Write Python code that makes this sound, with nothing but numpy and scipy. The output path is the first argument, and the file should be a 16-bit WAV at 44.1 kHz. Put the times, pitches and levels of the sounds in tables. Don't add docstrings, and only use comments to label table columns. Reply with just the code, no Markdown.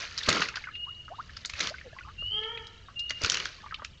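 import sys
import numpy as np
from scipy import signal
from scipy.fft import rfft, irfft, next_fast_len
from scipy.io import wavfile

SR = 44100
rng = np.random.default_rng(int(sys.argv[2]) if len(sys.argv) > 2 else 0)


def transcribe(signal):
    frames = np.atleast_2d(signal).T
    limited = np.clip(frames, -1, 1)
    pcm = np.round(limited * 32767).astype(np.int16)
    wavfile.write(sys.argv[1], SR, pcm)


N = 176400
T = np.arange(N) / SR
SHORT = T[:SR // 4]

# t/s, level/dB, ring f/Hz, tilt/(dB per octave)
WOOD_SLAPS = [(0.177, -20.5, 4740, 1.5), (0.1831, -23.5, 5100, 5.5), (0.189, -25.5, 3980, 3),
              (0.2882, -7, 4400, -3), (0.2896, -7.5, 3750, 17), (0.3016, -15, 2640, 1),
              (0.3273, -15, 1500, 0.5), (0.3675, -18, 1330, -15.5), (0.4193, -11.5, 2780, -10),
              (0.4864, -21.5, 2610, -4.5), (0.5571, -22, 4800, -6), (0.569, -22.5, 1497, -7.5),
              (1.368, -28, 4950, -4), (1.4487, -23, 3870, -9.5), (1.457, -22.5, 4570, 19),
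              (1.4972, -25, 2280, 2.5), (1.5355, -26, 2640, -1.5), (1.593, -27, 5960, -4),
              (1.6036, -21, 3620, -1.5), (1.6069, -17.5, 2170, 0), (1.635, -25, 4540, 4),
              (1.6713, -20, 2940, -2.5), (1.697, -29.5, 4600, 2), (3.0959, -24.5, 4370, 5),
              (3.106, -18.5, 1940, -2), (3.2175, -27.5, 4900, 15.5), (3.235, -19.5, 4830, 7.5),
              (3.246, -14, 2590, -1.5), (3.261, -20, 4400, 7), (3.298, -11, 3090, 12),
              (3.3184, -24.5, 5430, -0.5), (3.3196, -18, 6100, 4), (3.3423, -16.5, 2890, 3),
              (3.352, -21.5, 2930, -5.5), (3.3703, -19.5, 2840, 0.5), (3.4, -21.5, 3020, -3),
              (3.455, -20, 1560, -0.5), (3.8469, -25, 2640, 0)]
# f/Hz, level/dB
SLAP_SPECTRUM = [(90, -27), (700, -19), (1300, 5), (2800, 3.5), (4500, 4.5), (6700, 0.5), (7800, -18),
                 (9000, -37)]
def slaps(lead_s=.01, attack_s=.001405, snap_t60=.0078, tail_t60=.075, ring_db=11):
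    out = np.zeros(N)
    after = np.maximum(SHORT - lead_s, 0)
    attack = np.exp(np.minimum(SHORT - lead_s, 0) / attack_s)
    shape = attack * (fade(after, snap_t60) + from_db(-9) * fade(after, tail_t60))
    grit = rng.standard_normal(N) * from_db(3 * noise_band(350, .89))
    for s, db, hz, tilt_db in WOOD_SLAPS:
        def spectrum(f):
            tilt = tilt_db * np.log2(np.maximum(f, hz / 2) / hz)
            return curve(SLAP_SPECTRUM)(f) + tilt + ring_db * bell(f, hz, octaves=.12)
        burst = np.roll(grit, -int(s * SR))[:len(SHORT)] * shape
        crack = colour(burst, spectrum)
        crack *= np.linalg.norm(shape) / np.linalg.norm(crack)
        add(out, s - lead_s + attack_s, from_db(db - 6) * crack)
    return out


# t/s, level/dB, f/Hz
LOG_THUDS = [(0.285, -26.5, 90.4), (1.538, -35, 79), (3.238, -24, 87.5)]
# t/s, level/dB
LOG_KNOCKS = [(0.2868, -19), (0.351, -27.5), (2.223, -43), (3.107, -39), (3.216, -37.5), (3.244, -42),
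              (3.821, -41.5)]
# f/Hz, level/dB, t60/s
WET_LOG_MODES = [(254, -13, 0.11), (426, -3, 0.02), (618, 0, 0.034), (1110, -8.5, 0.072), (1277, 0, 0.036),
                 (1560, -14.5, 0.039)]
def log_blows(thud_t60=.068):
    out = np.zeros(N)
    for s, db, hz in LOG_THUDS:
        add(out, s, from_db(db) * np.sin(2 * np.pi * hz * SHORT) * fade(SHORT, thud_t60))
    for s, db in LOG_KNOCKS:
        for k, (hz, mode_db, t60) in enumerate(WET_LOG_MODES):
            mode = np.sin(2 * np.pi * hz * SHORT) * fade(SHORT, t60)
            add(out, s, (-1) ** k * from_db(db + mode_db + rng.normal(0, .67)) * mode)
    return out


# t/s, level/dB
SPRAY_LEVELS = [(0, -37.5), (.05, -40), (.08, -48.5), (.185, -47.5), (.27, -39), (.295, -36), (.335, -33),
                (.425, -34.5), (.465, -39.5), (.53, -57.5), (.62, -52.5), (.72, -76.5), (1.42, -56.5),
                (1.47, -69), (1.575, -43), (1.6, -38.5), (1.69, -36.5), (1.715, -57), (1.84, -64.5),
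                (3.08, -66.5), (3.2, -52), (3.245, -34.5), (3.29, -38.5), (3.38, -41.5), (3.47, -44),
                (3.55, -55.5), (3.64, -60), (4, -75)]
# t/s, length/s, level/dB
LOG_PLUNGES = [(0.275, 0.12, -34), (1.6, 0.041, -44), (3.212, 0.05, -42.5), (3.318, 0.1, -51)]
# f/Hz, level/dB
SPRAY_SPECTRUM = [(150, -26), (500, -4), (850, -12.5), (1350, 0.5), (2000, 2), (2800, -1.5), (4500, -0.5),
                  (5500, -5), (6600, -8.5), (7600, -23.5), (9000, -34)]
CHURN_SPECTRUM = [(60, -29.5), (110, -5.5), (170, 1.5), (300, -1), (470, 3), (750, -12.5), (1200, -0.5),
                  (2000, -21), (5000, -47)]
def splashes(attack_s=.0031, release_s=.042, clumps_hz=61):
    grains = from_db(.5) * bubbles(SPRAY_SPECTRUM, per_s=1600, spread_db=3.5, cycles=33.5)
    mist = from_db(-2.5) * noise(SPRAY_SPECTRUM)
    spray_db = np.interp(T, *np.transpose(SPRAY_LEVELS)) + noise_band(clumps_hz)
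    churn = np.zeros(N)
    for s, length, db in LOG_PLUNGES:
        attack = np.clip((T - s) / attack_s, 0, 1)
        release = np.exp(-np.maximum(T - s - length, 0) / release_s)
        churn += from_db(db) * attack * release
    return (grains + mist) * from_db(spray_db) + churn * noise(CHURN_SPECTRUM)


def plink(hz, cycles=62, rise_per_s=.67, attack_s=.00081):
    envelope = fade(SHORT, cycles / hz) * (1 - np.exp(-SHORT / attack_s))
    return envelope * sine(hz * (1 + rise_per_s * SHORT))


# t/s, level/dB, f/Hz
POND_DROPS = [(0.2312, -21.5, 3620), (.2625, -29.5, 4300), (0.54, -29.5, 1600), (0.5724, -30.5, 1550),
              (0.6395, -28, 2116), (0.6709, -31, 1474), (0.6856, -35.5, 1300), (0.7525, -30.5, 2600),
              (1.0805, -35, 1260), (1.294, -36.5, 1735), (1.7415, -32, 1504), (1.7835, -33.5, 2150),
              (1.811, -35, 1795), (1.9866, -30, 1990), (2.0851, -38.5, 1320), (2.434, -32.5, 2720),
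              (2.5739, -27.5, 2510), (2.668, -36.5, 3920), (2.8838, -35.5, 1121), (2.993, -26, 4040),
              (3.6614, -33.5, 1180), (3.71, -33, 1570), (3.723, -30, 1290), (3.7427, -24, 3030),
              (3.7947, -36.5, 1230), (3.8196, -31.5, 1167)]
def drops(splat_t60=.043, attack_s=.00081, cluster_s=.023):
    out = np.zeros(N)
    splat_shape = from_db(-7) * fade(SHORT, splat_t60) * (1 - np.exp(-SHORT / attack_s))
    for s, db, hz in POND_DROPS:
        splat = splat_shape * rms_one(band_pass(rng.standard_normal(len(SHORT)), hz, octaves=.45))
        add(out, s, from_db(db) * (plink(hz) + splat))
        for late, pitch in rng.random((5, 2)):
            octaves = .35 * (2 * pitch - .5)
            add(out, s + late * cluster_s, from_db(db - 17) * plink(hz * 2 ** octaves))
    return out


# t/s, length/s, level/dB
DRIBBLES = [(0.499, 0.23, -48.5), (1.723, .38, -48.5), (3.475, .39, -50)]
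def runoff(count=50, hz=1965, octaves=.6, spread_db=7):
    out = np.zeros(N)
    for s, length, db in DRIBBLES:
        for k in range(count):
            size, pitch = np.clip(rng.standard_normal(2), -2, 2)
            start = s + length * (k + rng.random()) / count
            add(out, start, from_db(db + spread_db * size) * plink(hz * 2 ** (octaves * pitch)))
    return out


# t/s, length/s, start f/Hz, end f/Hz, level/dB
AIR_POCKETS = [(0.855, 0.058, 851, 1604, -43.5), (1.095, 0.053, 539, 964, -38),
               (1.121, 0.05, 894, 1500, -46.5), (1.179, 0.041, 800, 1696, -32),
               (1.697, 0.035, 482, 790, -38), (1.838, 0.061, 596, 427, -43.5),
               (1.927, 0.014, 684, 597, -44), (2.046, 0.088, 929, 1355, -47.5)]
def gulps(roughness=.28, flutter_hz=110):
    out = np.zeros(N)
    for s, length, start_hz, end_hz, db in AIR_POCKETS:
        progress = np.linspace(0, 1, int(length * SR))
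        glide = sine(start_hz * (end_hz / start_hz) ** progress)
        add(out, s, from_db(db) * np.sin(np.pi * progress) ** 2 * glide)
    return out * (1 + roughness * noise_band(flutter_hz))


# t/s, length/s, start f/Hz, end f/Hz, level/dB
FROG_PEEPS = [(.731, 0.14, 2807, 2898, -34.5), (.984, 0.035, 2944, 2805, -40),
              (2.177, 0.17, 2744, 3064, -32), (2.305, 0.096, 3063, 3274, -28.5),
              (2.956, 0.12, 2777, 2868, -30.5)]
# delay/s, level/dB
BANKS = [(0.059, -7.5), (.1, -25), (.158, -10.5)]
def frogs(attack_s=.016, release_s=.0086, swell_db=1.5, waver=.003):
    out = np.zeros(N)
    for s, length, start_hz, end_hz, db in FROG_PEEPS:
        t = T[:int(length * SR)]
        edges = np.minimum(t / attack_s, 1) * np.minimum((length - t) / release_s, 1)
        envelope = edges * from_db(db + swell_db * (t / length - 1.5))
        hz = start_hz + (end_hz - start_hz) * (t / length) ** .8
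        hz *= 1 + waver * noise_band(33)[:len(t)]
        add(out, s, envelope * (sine(hz) + from_db(-33.5) * sine(1.5 * hz)))
    echoes = sum(from_db(db) * np.interp(T - delay, T, out, left=0) for delay, db in BANKS)
    return woods(out, wet_db=-10) + echoes


# t/s, f/Hz, level/dB
WHINE_CONTOUR = [(2.301, 408, -61), (2.341, 421.4, -48.5), (2.43, 436.4, -38.5), (2.533, 474, -46.5),
                 (2.584, 448.2, -45.5), (2.66, 411, -58)]
WHINE_HARMONICS = [-3, -8, -7, -10, -12.5, -23, -4.5]
def whine(edge_s=.012, jitter=.004, roughness=.2, shimmer_hz=35):
    s, hz, db = np.transpose(WHINE_CONTOUR)
    pitch = np.interp(T, s, hz) * (1 + jitter * noise_band(shimmer_hz))
    edges = np.clip(np.minimum(T - s[0], s[-1] - T) / edge_s, 0, 1)
    voice = sum(from_db(level) * sine(k * pitch) * (1 + roughness * noise_band(shimmer_hz))
                for k, level in enumerate(WHINE_HARMONICS, 1))
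    return woods(from_db(np.interp(T, s, db)) * edges * voice, wet_db=-3)


TRUNK_BAND = [900, 6000]
def woods(x, wet_db, t60=.72, build_s=.0023):
    t = T[:SR * 3 // 2]
    echoes = rng.standard_normal(len(t)) * fade(t, t60) * (1 - np.exp(-t / build_s))
    echoes = signal.sosfilt(signal.butter(1, TRUNK_BAND, "band", fs=SR, output="sos"), echoes)
    return x + from_db(wet_db) * signal.fftconvolve(x, echoes / np.linalg.norm(echoes))[:N]


# f/Hz, level/dB
AIR_SPECTRUM = [(25, 2), (80, 7), (290, -9), (700, -15), (1050, -36.5), (1260, -24.5), (1730, -41),
                (2560, -20.5), (2900, -18), (3400, -32), (4200, -25), (6500, -23.5), (7600, -29),
                (9000, -54)]
def night(surge_at_s=2.18, surge_width_s=.23):
    air = from_db(-57) * noise(AIR_SPECTRUM)
    surge_db = 8.5 * np.exp(-((T - surge_at_s) / surge_width_s) ** 2)
    rumble = noise_band(62.5, octaves=.78) * from_db(-57 + surge_db + 2 * noise_band(4))
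    chorus = from_db(-65) * noise_band(2922, octaves=.096)
    return air + rumble + chorus


# f/Hz, level/dB
TRICKLE_SPECTRUM = [(400, -19.5), (1200, 8.5), (2200, 5), (4000, 8.5), (7000, -15.5), (9000, -47)]
def trickle():
    return from_db(-63.5) * bubbles(TRICKLE_SPECTRUM, per_s=500, spread_db=2.5, cycles=150)


def bubbles(spectrum, per_s, spread_db, cycles):
    sizes = from_db(spread_db * np.minimum(rng.exponential(1, N), 4))
    kicks = sizes * rng.choice([-1, 1], N) * (rng.random(N) < per_s / SR)
    pitches = np.geomspace(600, 7500, 48)
    pitch_index = rng.integers(0, len(pitches), N)
    out = np.zeros(N)
    for k, hz in enumerate(pitches):
        r, w = fade(1 / SR, cycles / hz), 2 * np.pi * hz / SR
        resonator = [0, np.sin(w)], [1, -2 * r * np.cos(w), r * r]
        out += w * signal.lfilter(*resonator, kicks * (pitch_index == k) + 1e-18)
    slope = np.diff(out, prepend=0)
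    return rms_one(colour(slope, lambda f: curve(spectrum)(f) - 20 * np.log10(np.maximum(f, pitches[0]))))


def from_db(db):
    return 10 ** (np.asarray(db) / 20)


def rms_one(x):
    return x / np.sqrt(np.mean(x ** 2) + 1e-20)


def sine(hz):
    return np.sin(2 * np.pi * np.cumsum(hz) / SR)


def fade(t, t60):
    return np.exp(-np.log(1000) * t / t60)


def add(out, s, sound):
    i = max(int(s * SR), 0)
    out[i:i + len(sound)] += sound[:max(N - i, 0)]


def curve(points):
    hz, db = np.transpose(points)
    return lambda f: np.interp(np.log(f), np.log(hz), db)


def bell(f, hz, octaves):
    return np.exp(-.5 * (np.log2(f / hz) / octaves) ** 2)


def colour(x, db_at):
    size = 2 * next_fast_len(len(x) // 2 + 4096)
    f = np.maximum(np.fft.rfftfreq(size, 1 / SR), 1)
    cepstrum = irfft(np.log(from_db(db_at(f))))
    cepstrum[1:size // 2] *= 2
    cepstrum[size // 2 + 1:] = 0
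    return irfft(rfft(x, size) * np.exp(rfft(cepstrum)))[:len(x)]


def band_pass(x, hz, octaves):
    return irfft(rfft(x) * bell(np.fft.rfftfreq(len(x), 1 / SR) + 1, hz, octaves), len(x))


def noise(spectrum):
    return rms_one(colour(rng.standard_normal(N), curve(spectrum)))


def noise_band(hz, octaves=1):
    return rms_one(band_pass(rng.standard_normal(N), hz, octaves))


def scene():
    dam = splashes() + log_blows() + slaps() + drops() + runoff() + gulps()
    return (woods(dam, wet_db=-24.5) + frogs() + whine() + night() + trickle())[None]


def record(dry, stop_hz=9700):
    return signal.sosfilt(signal.cheby2(16, 70, stop_hz, fs=SR, output="sos"), dry)


dry = scene()
out = record(dry)
transcribe(out)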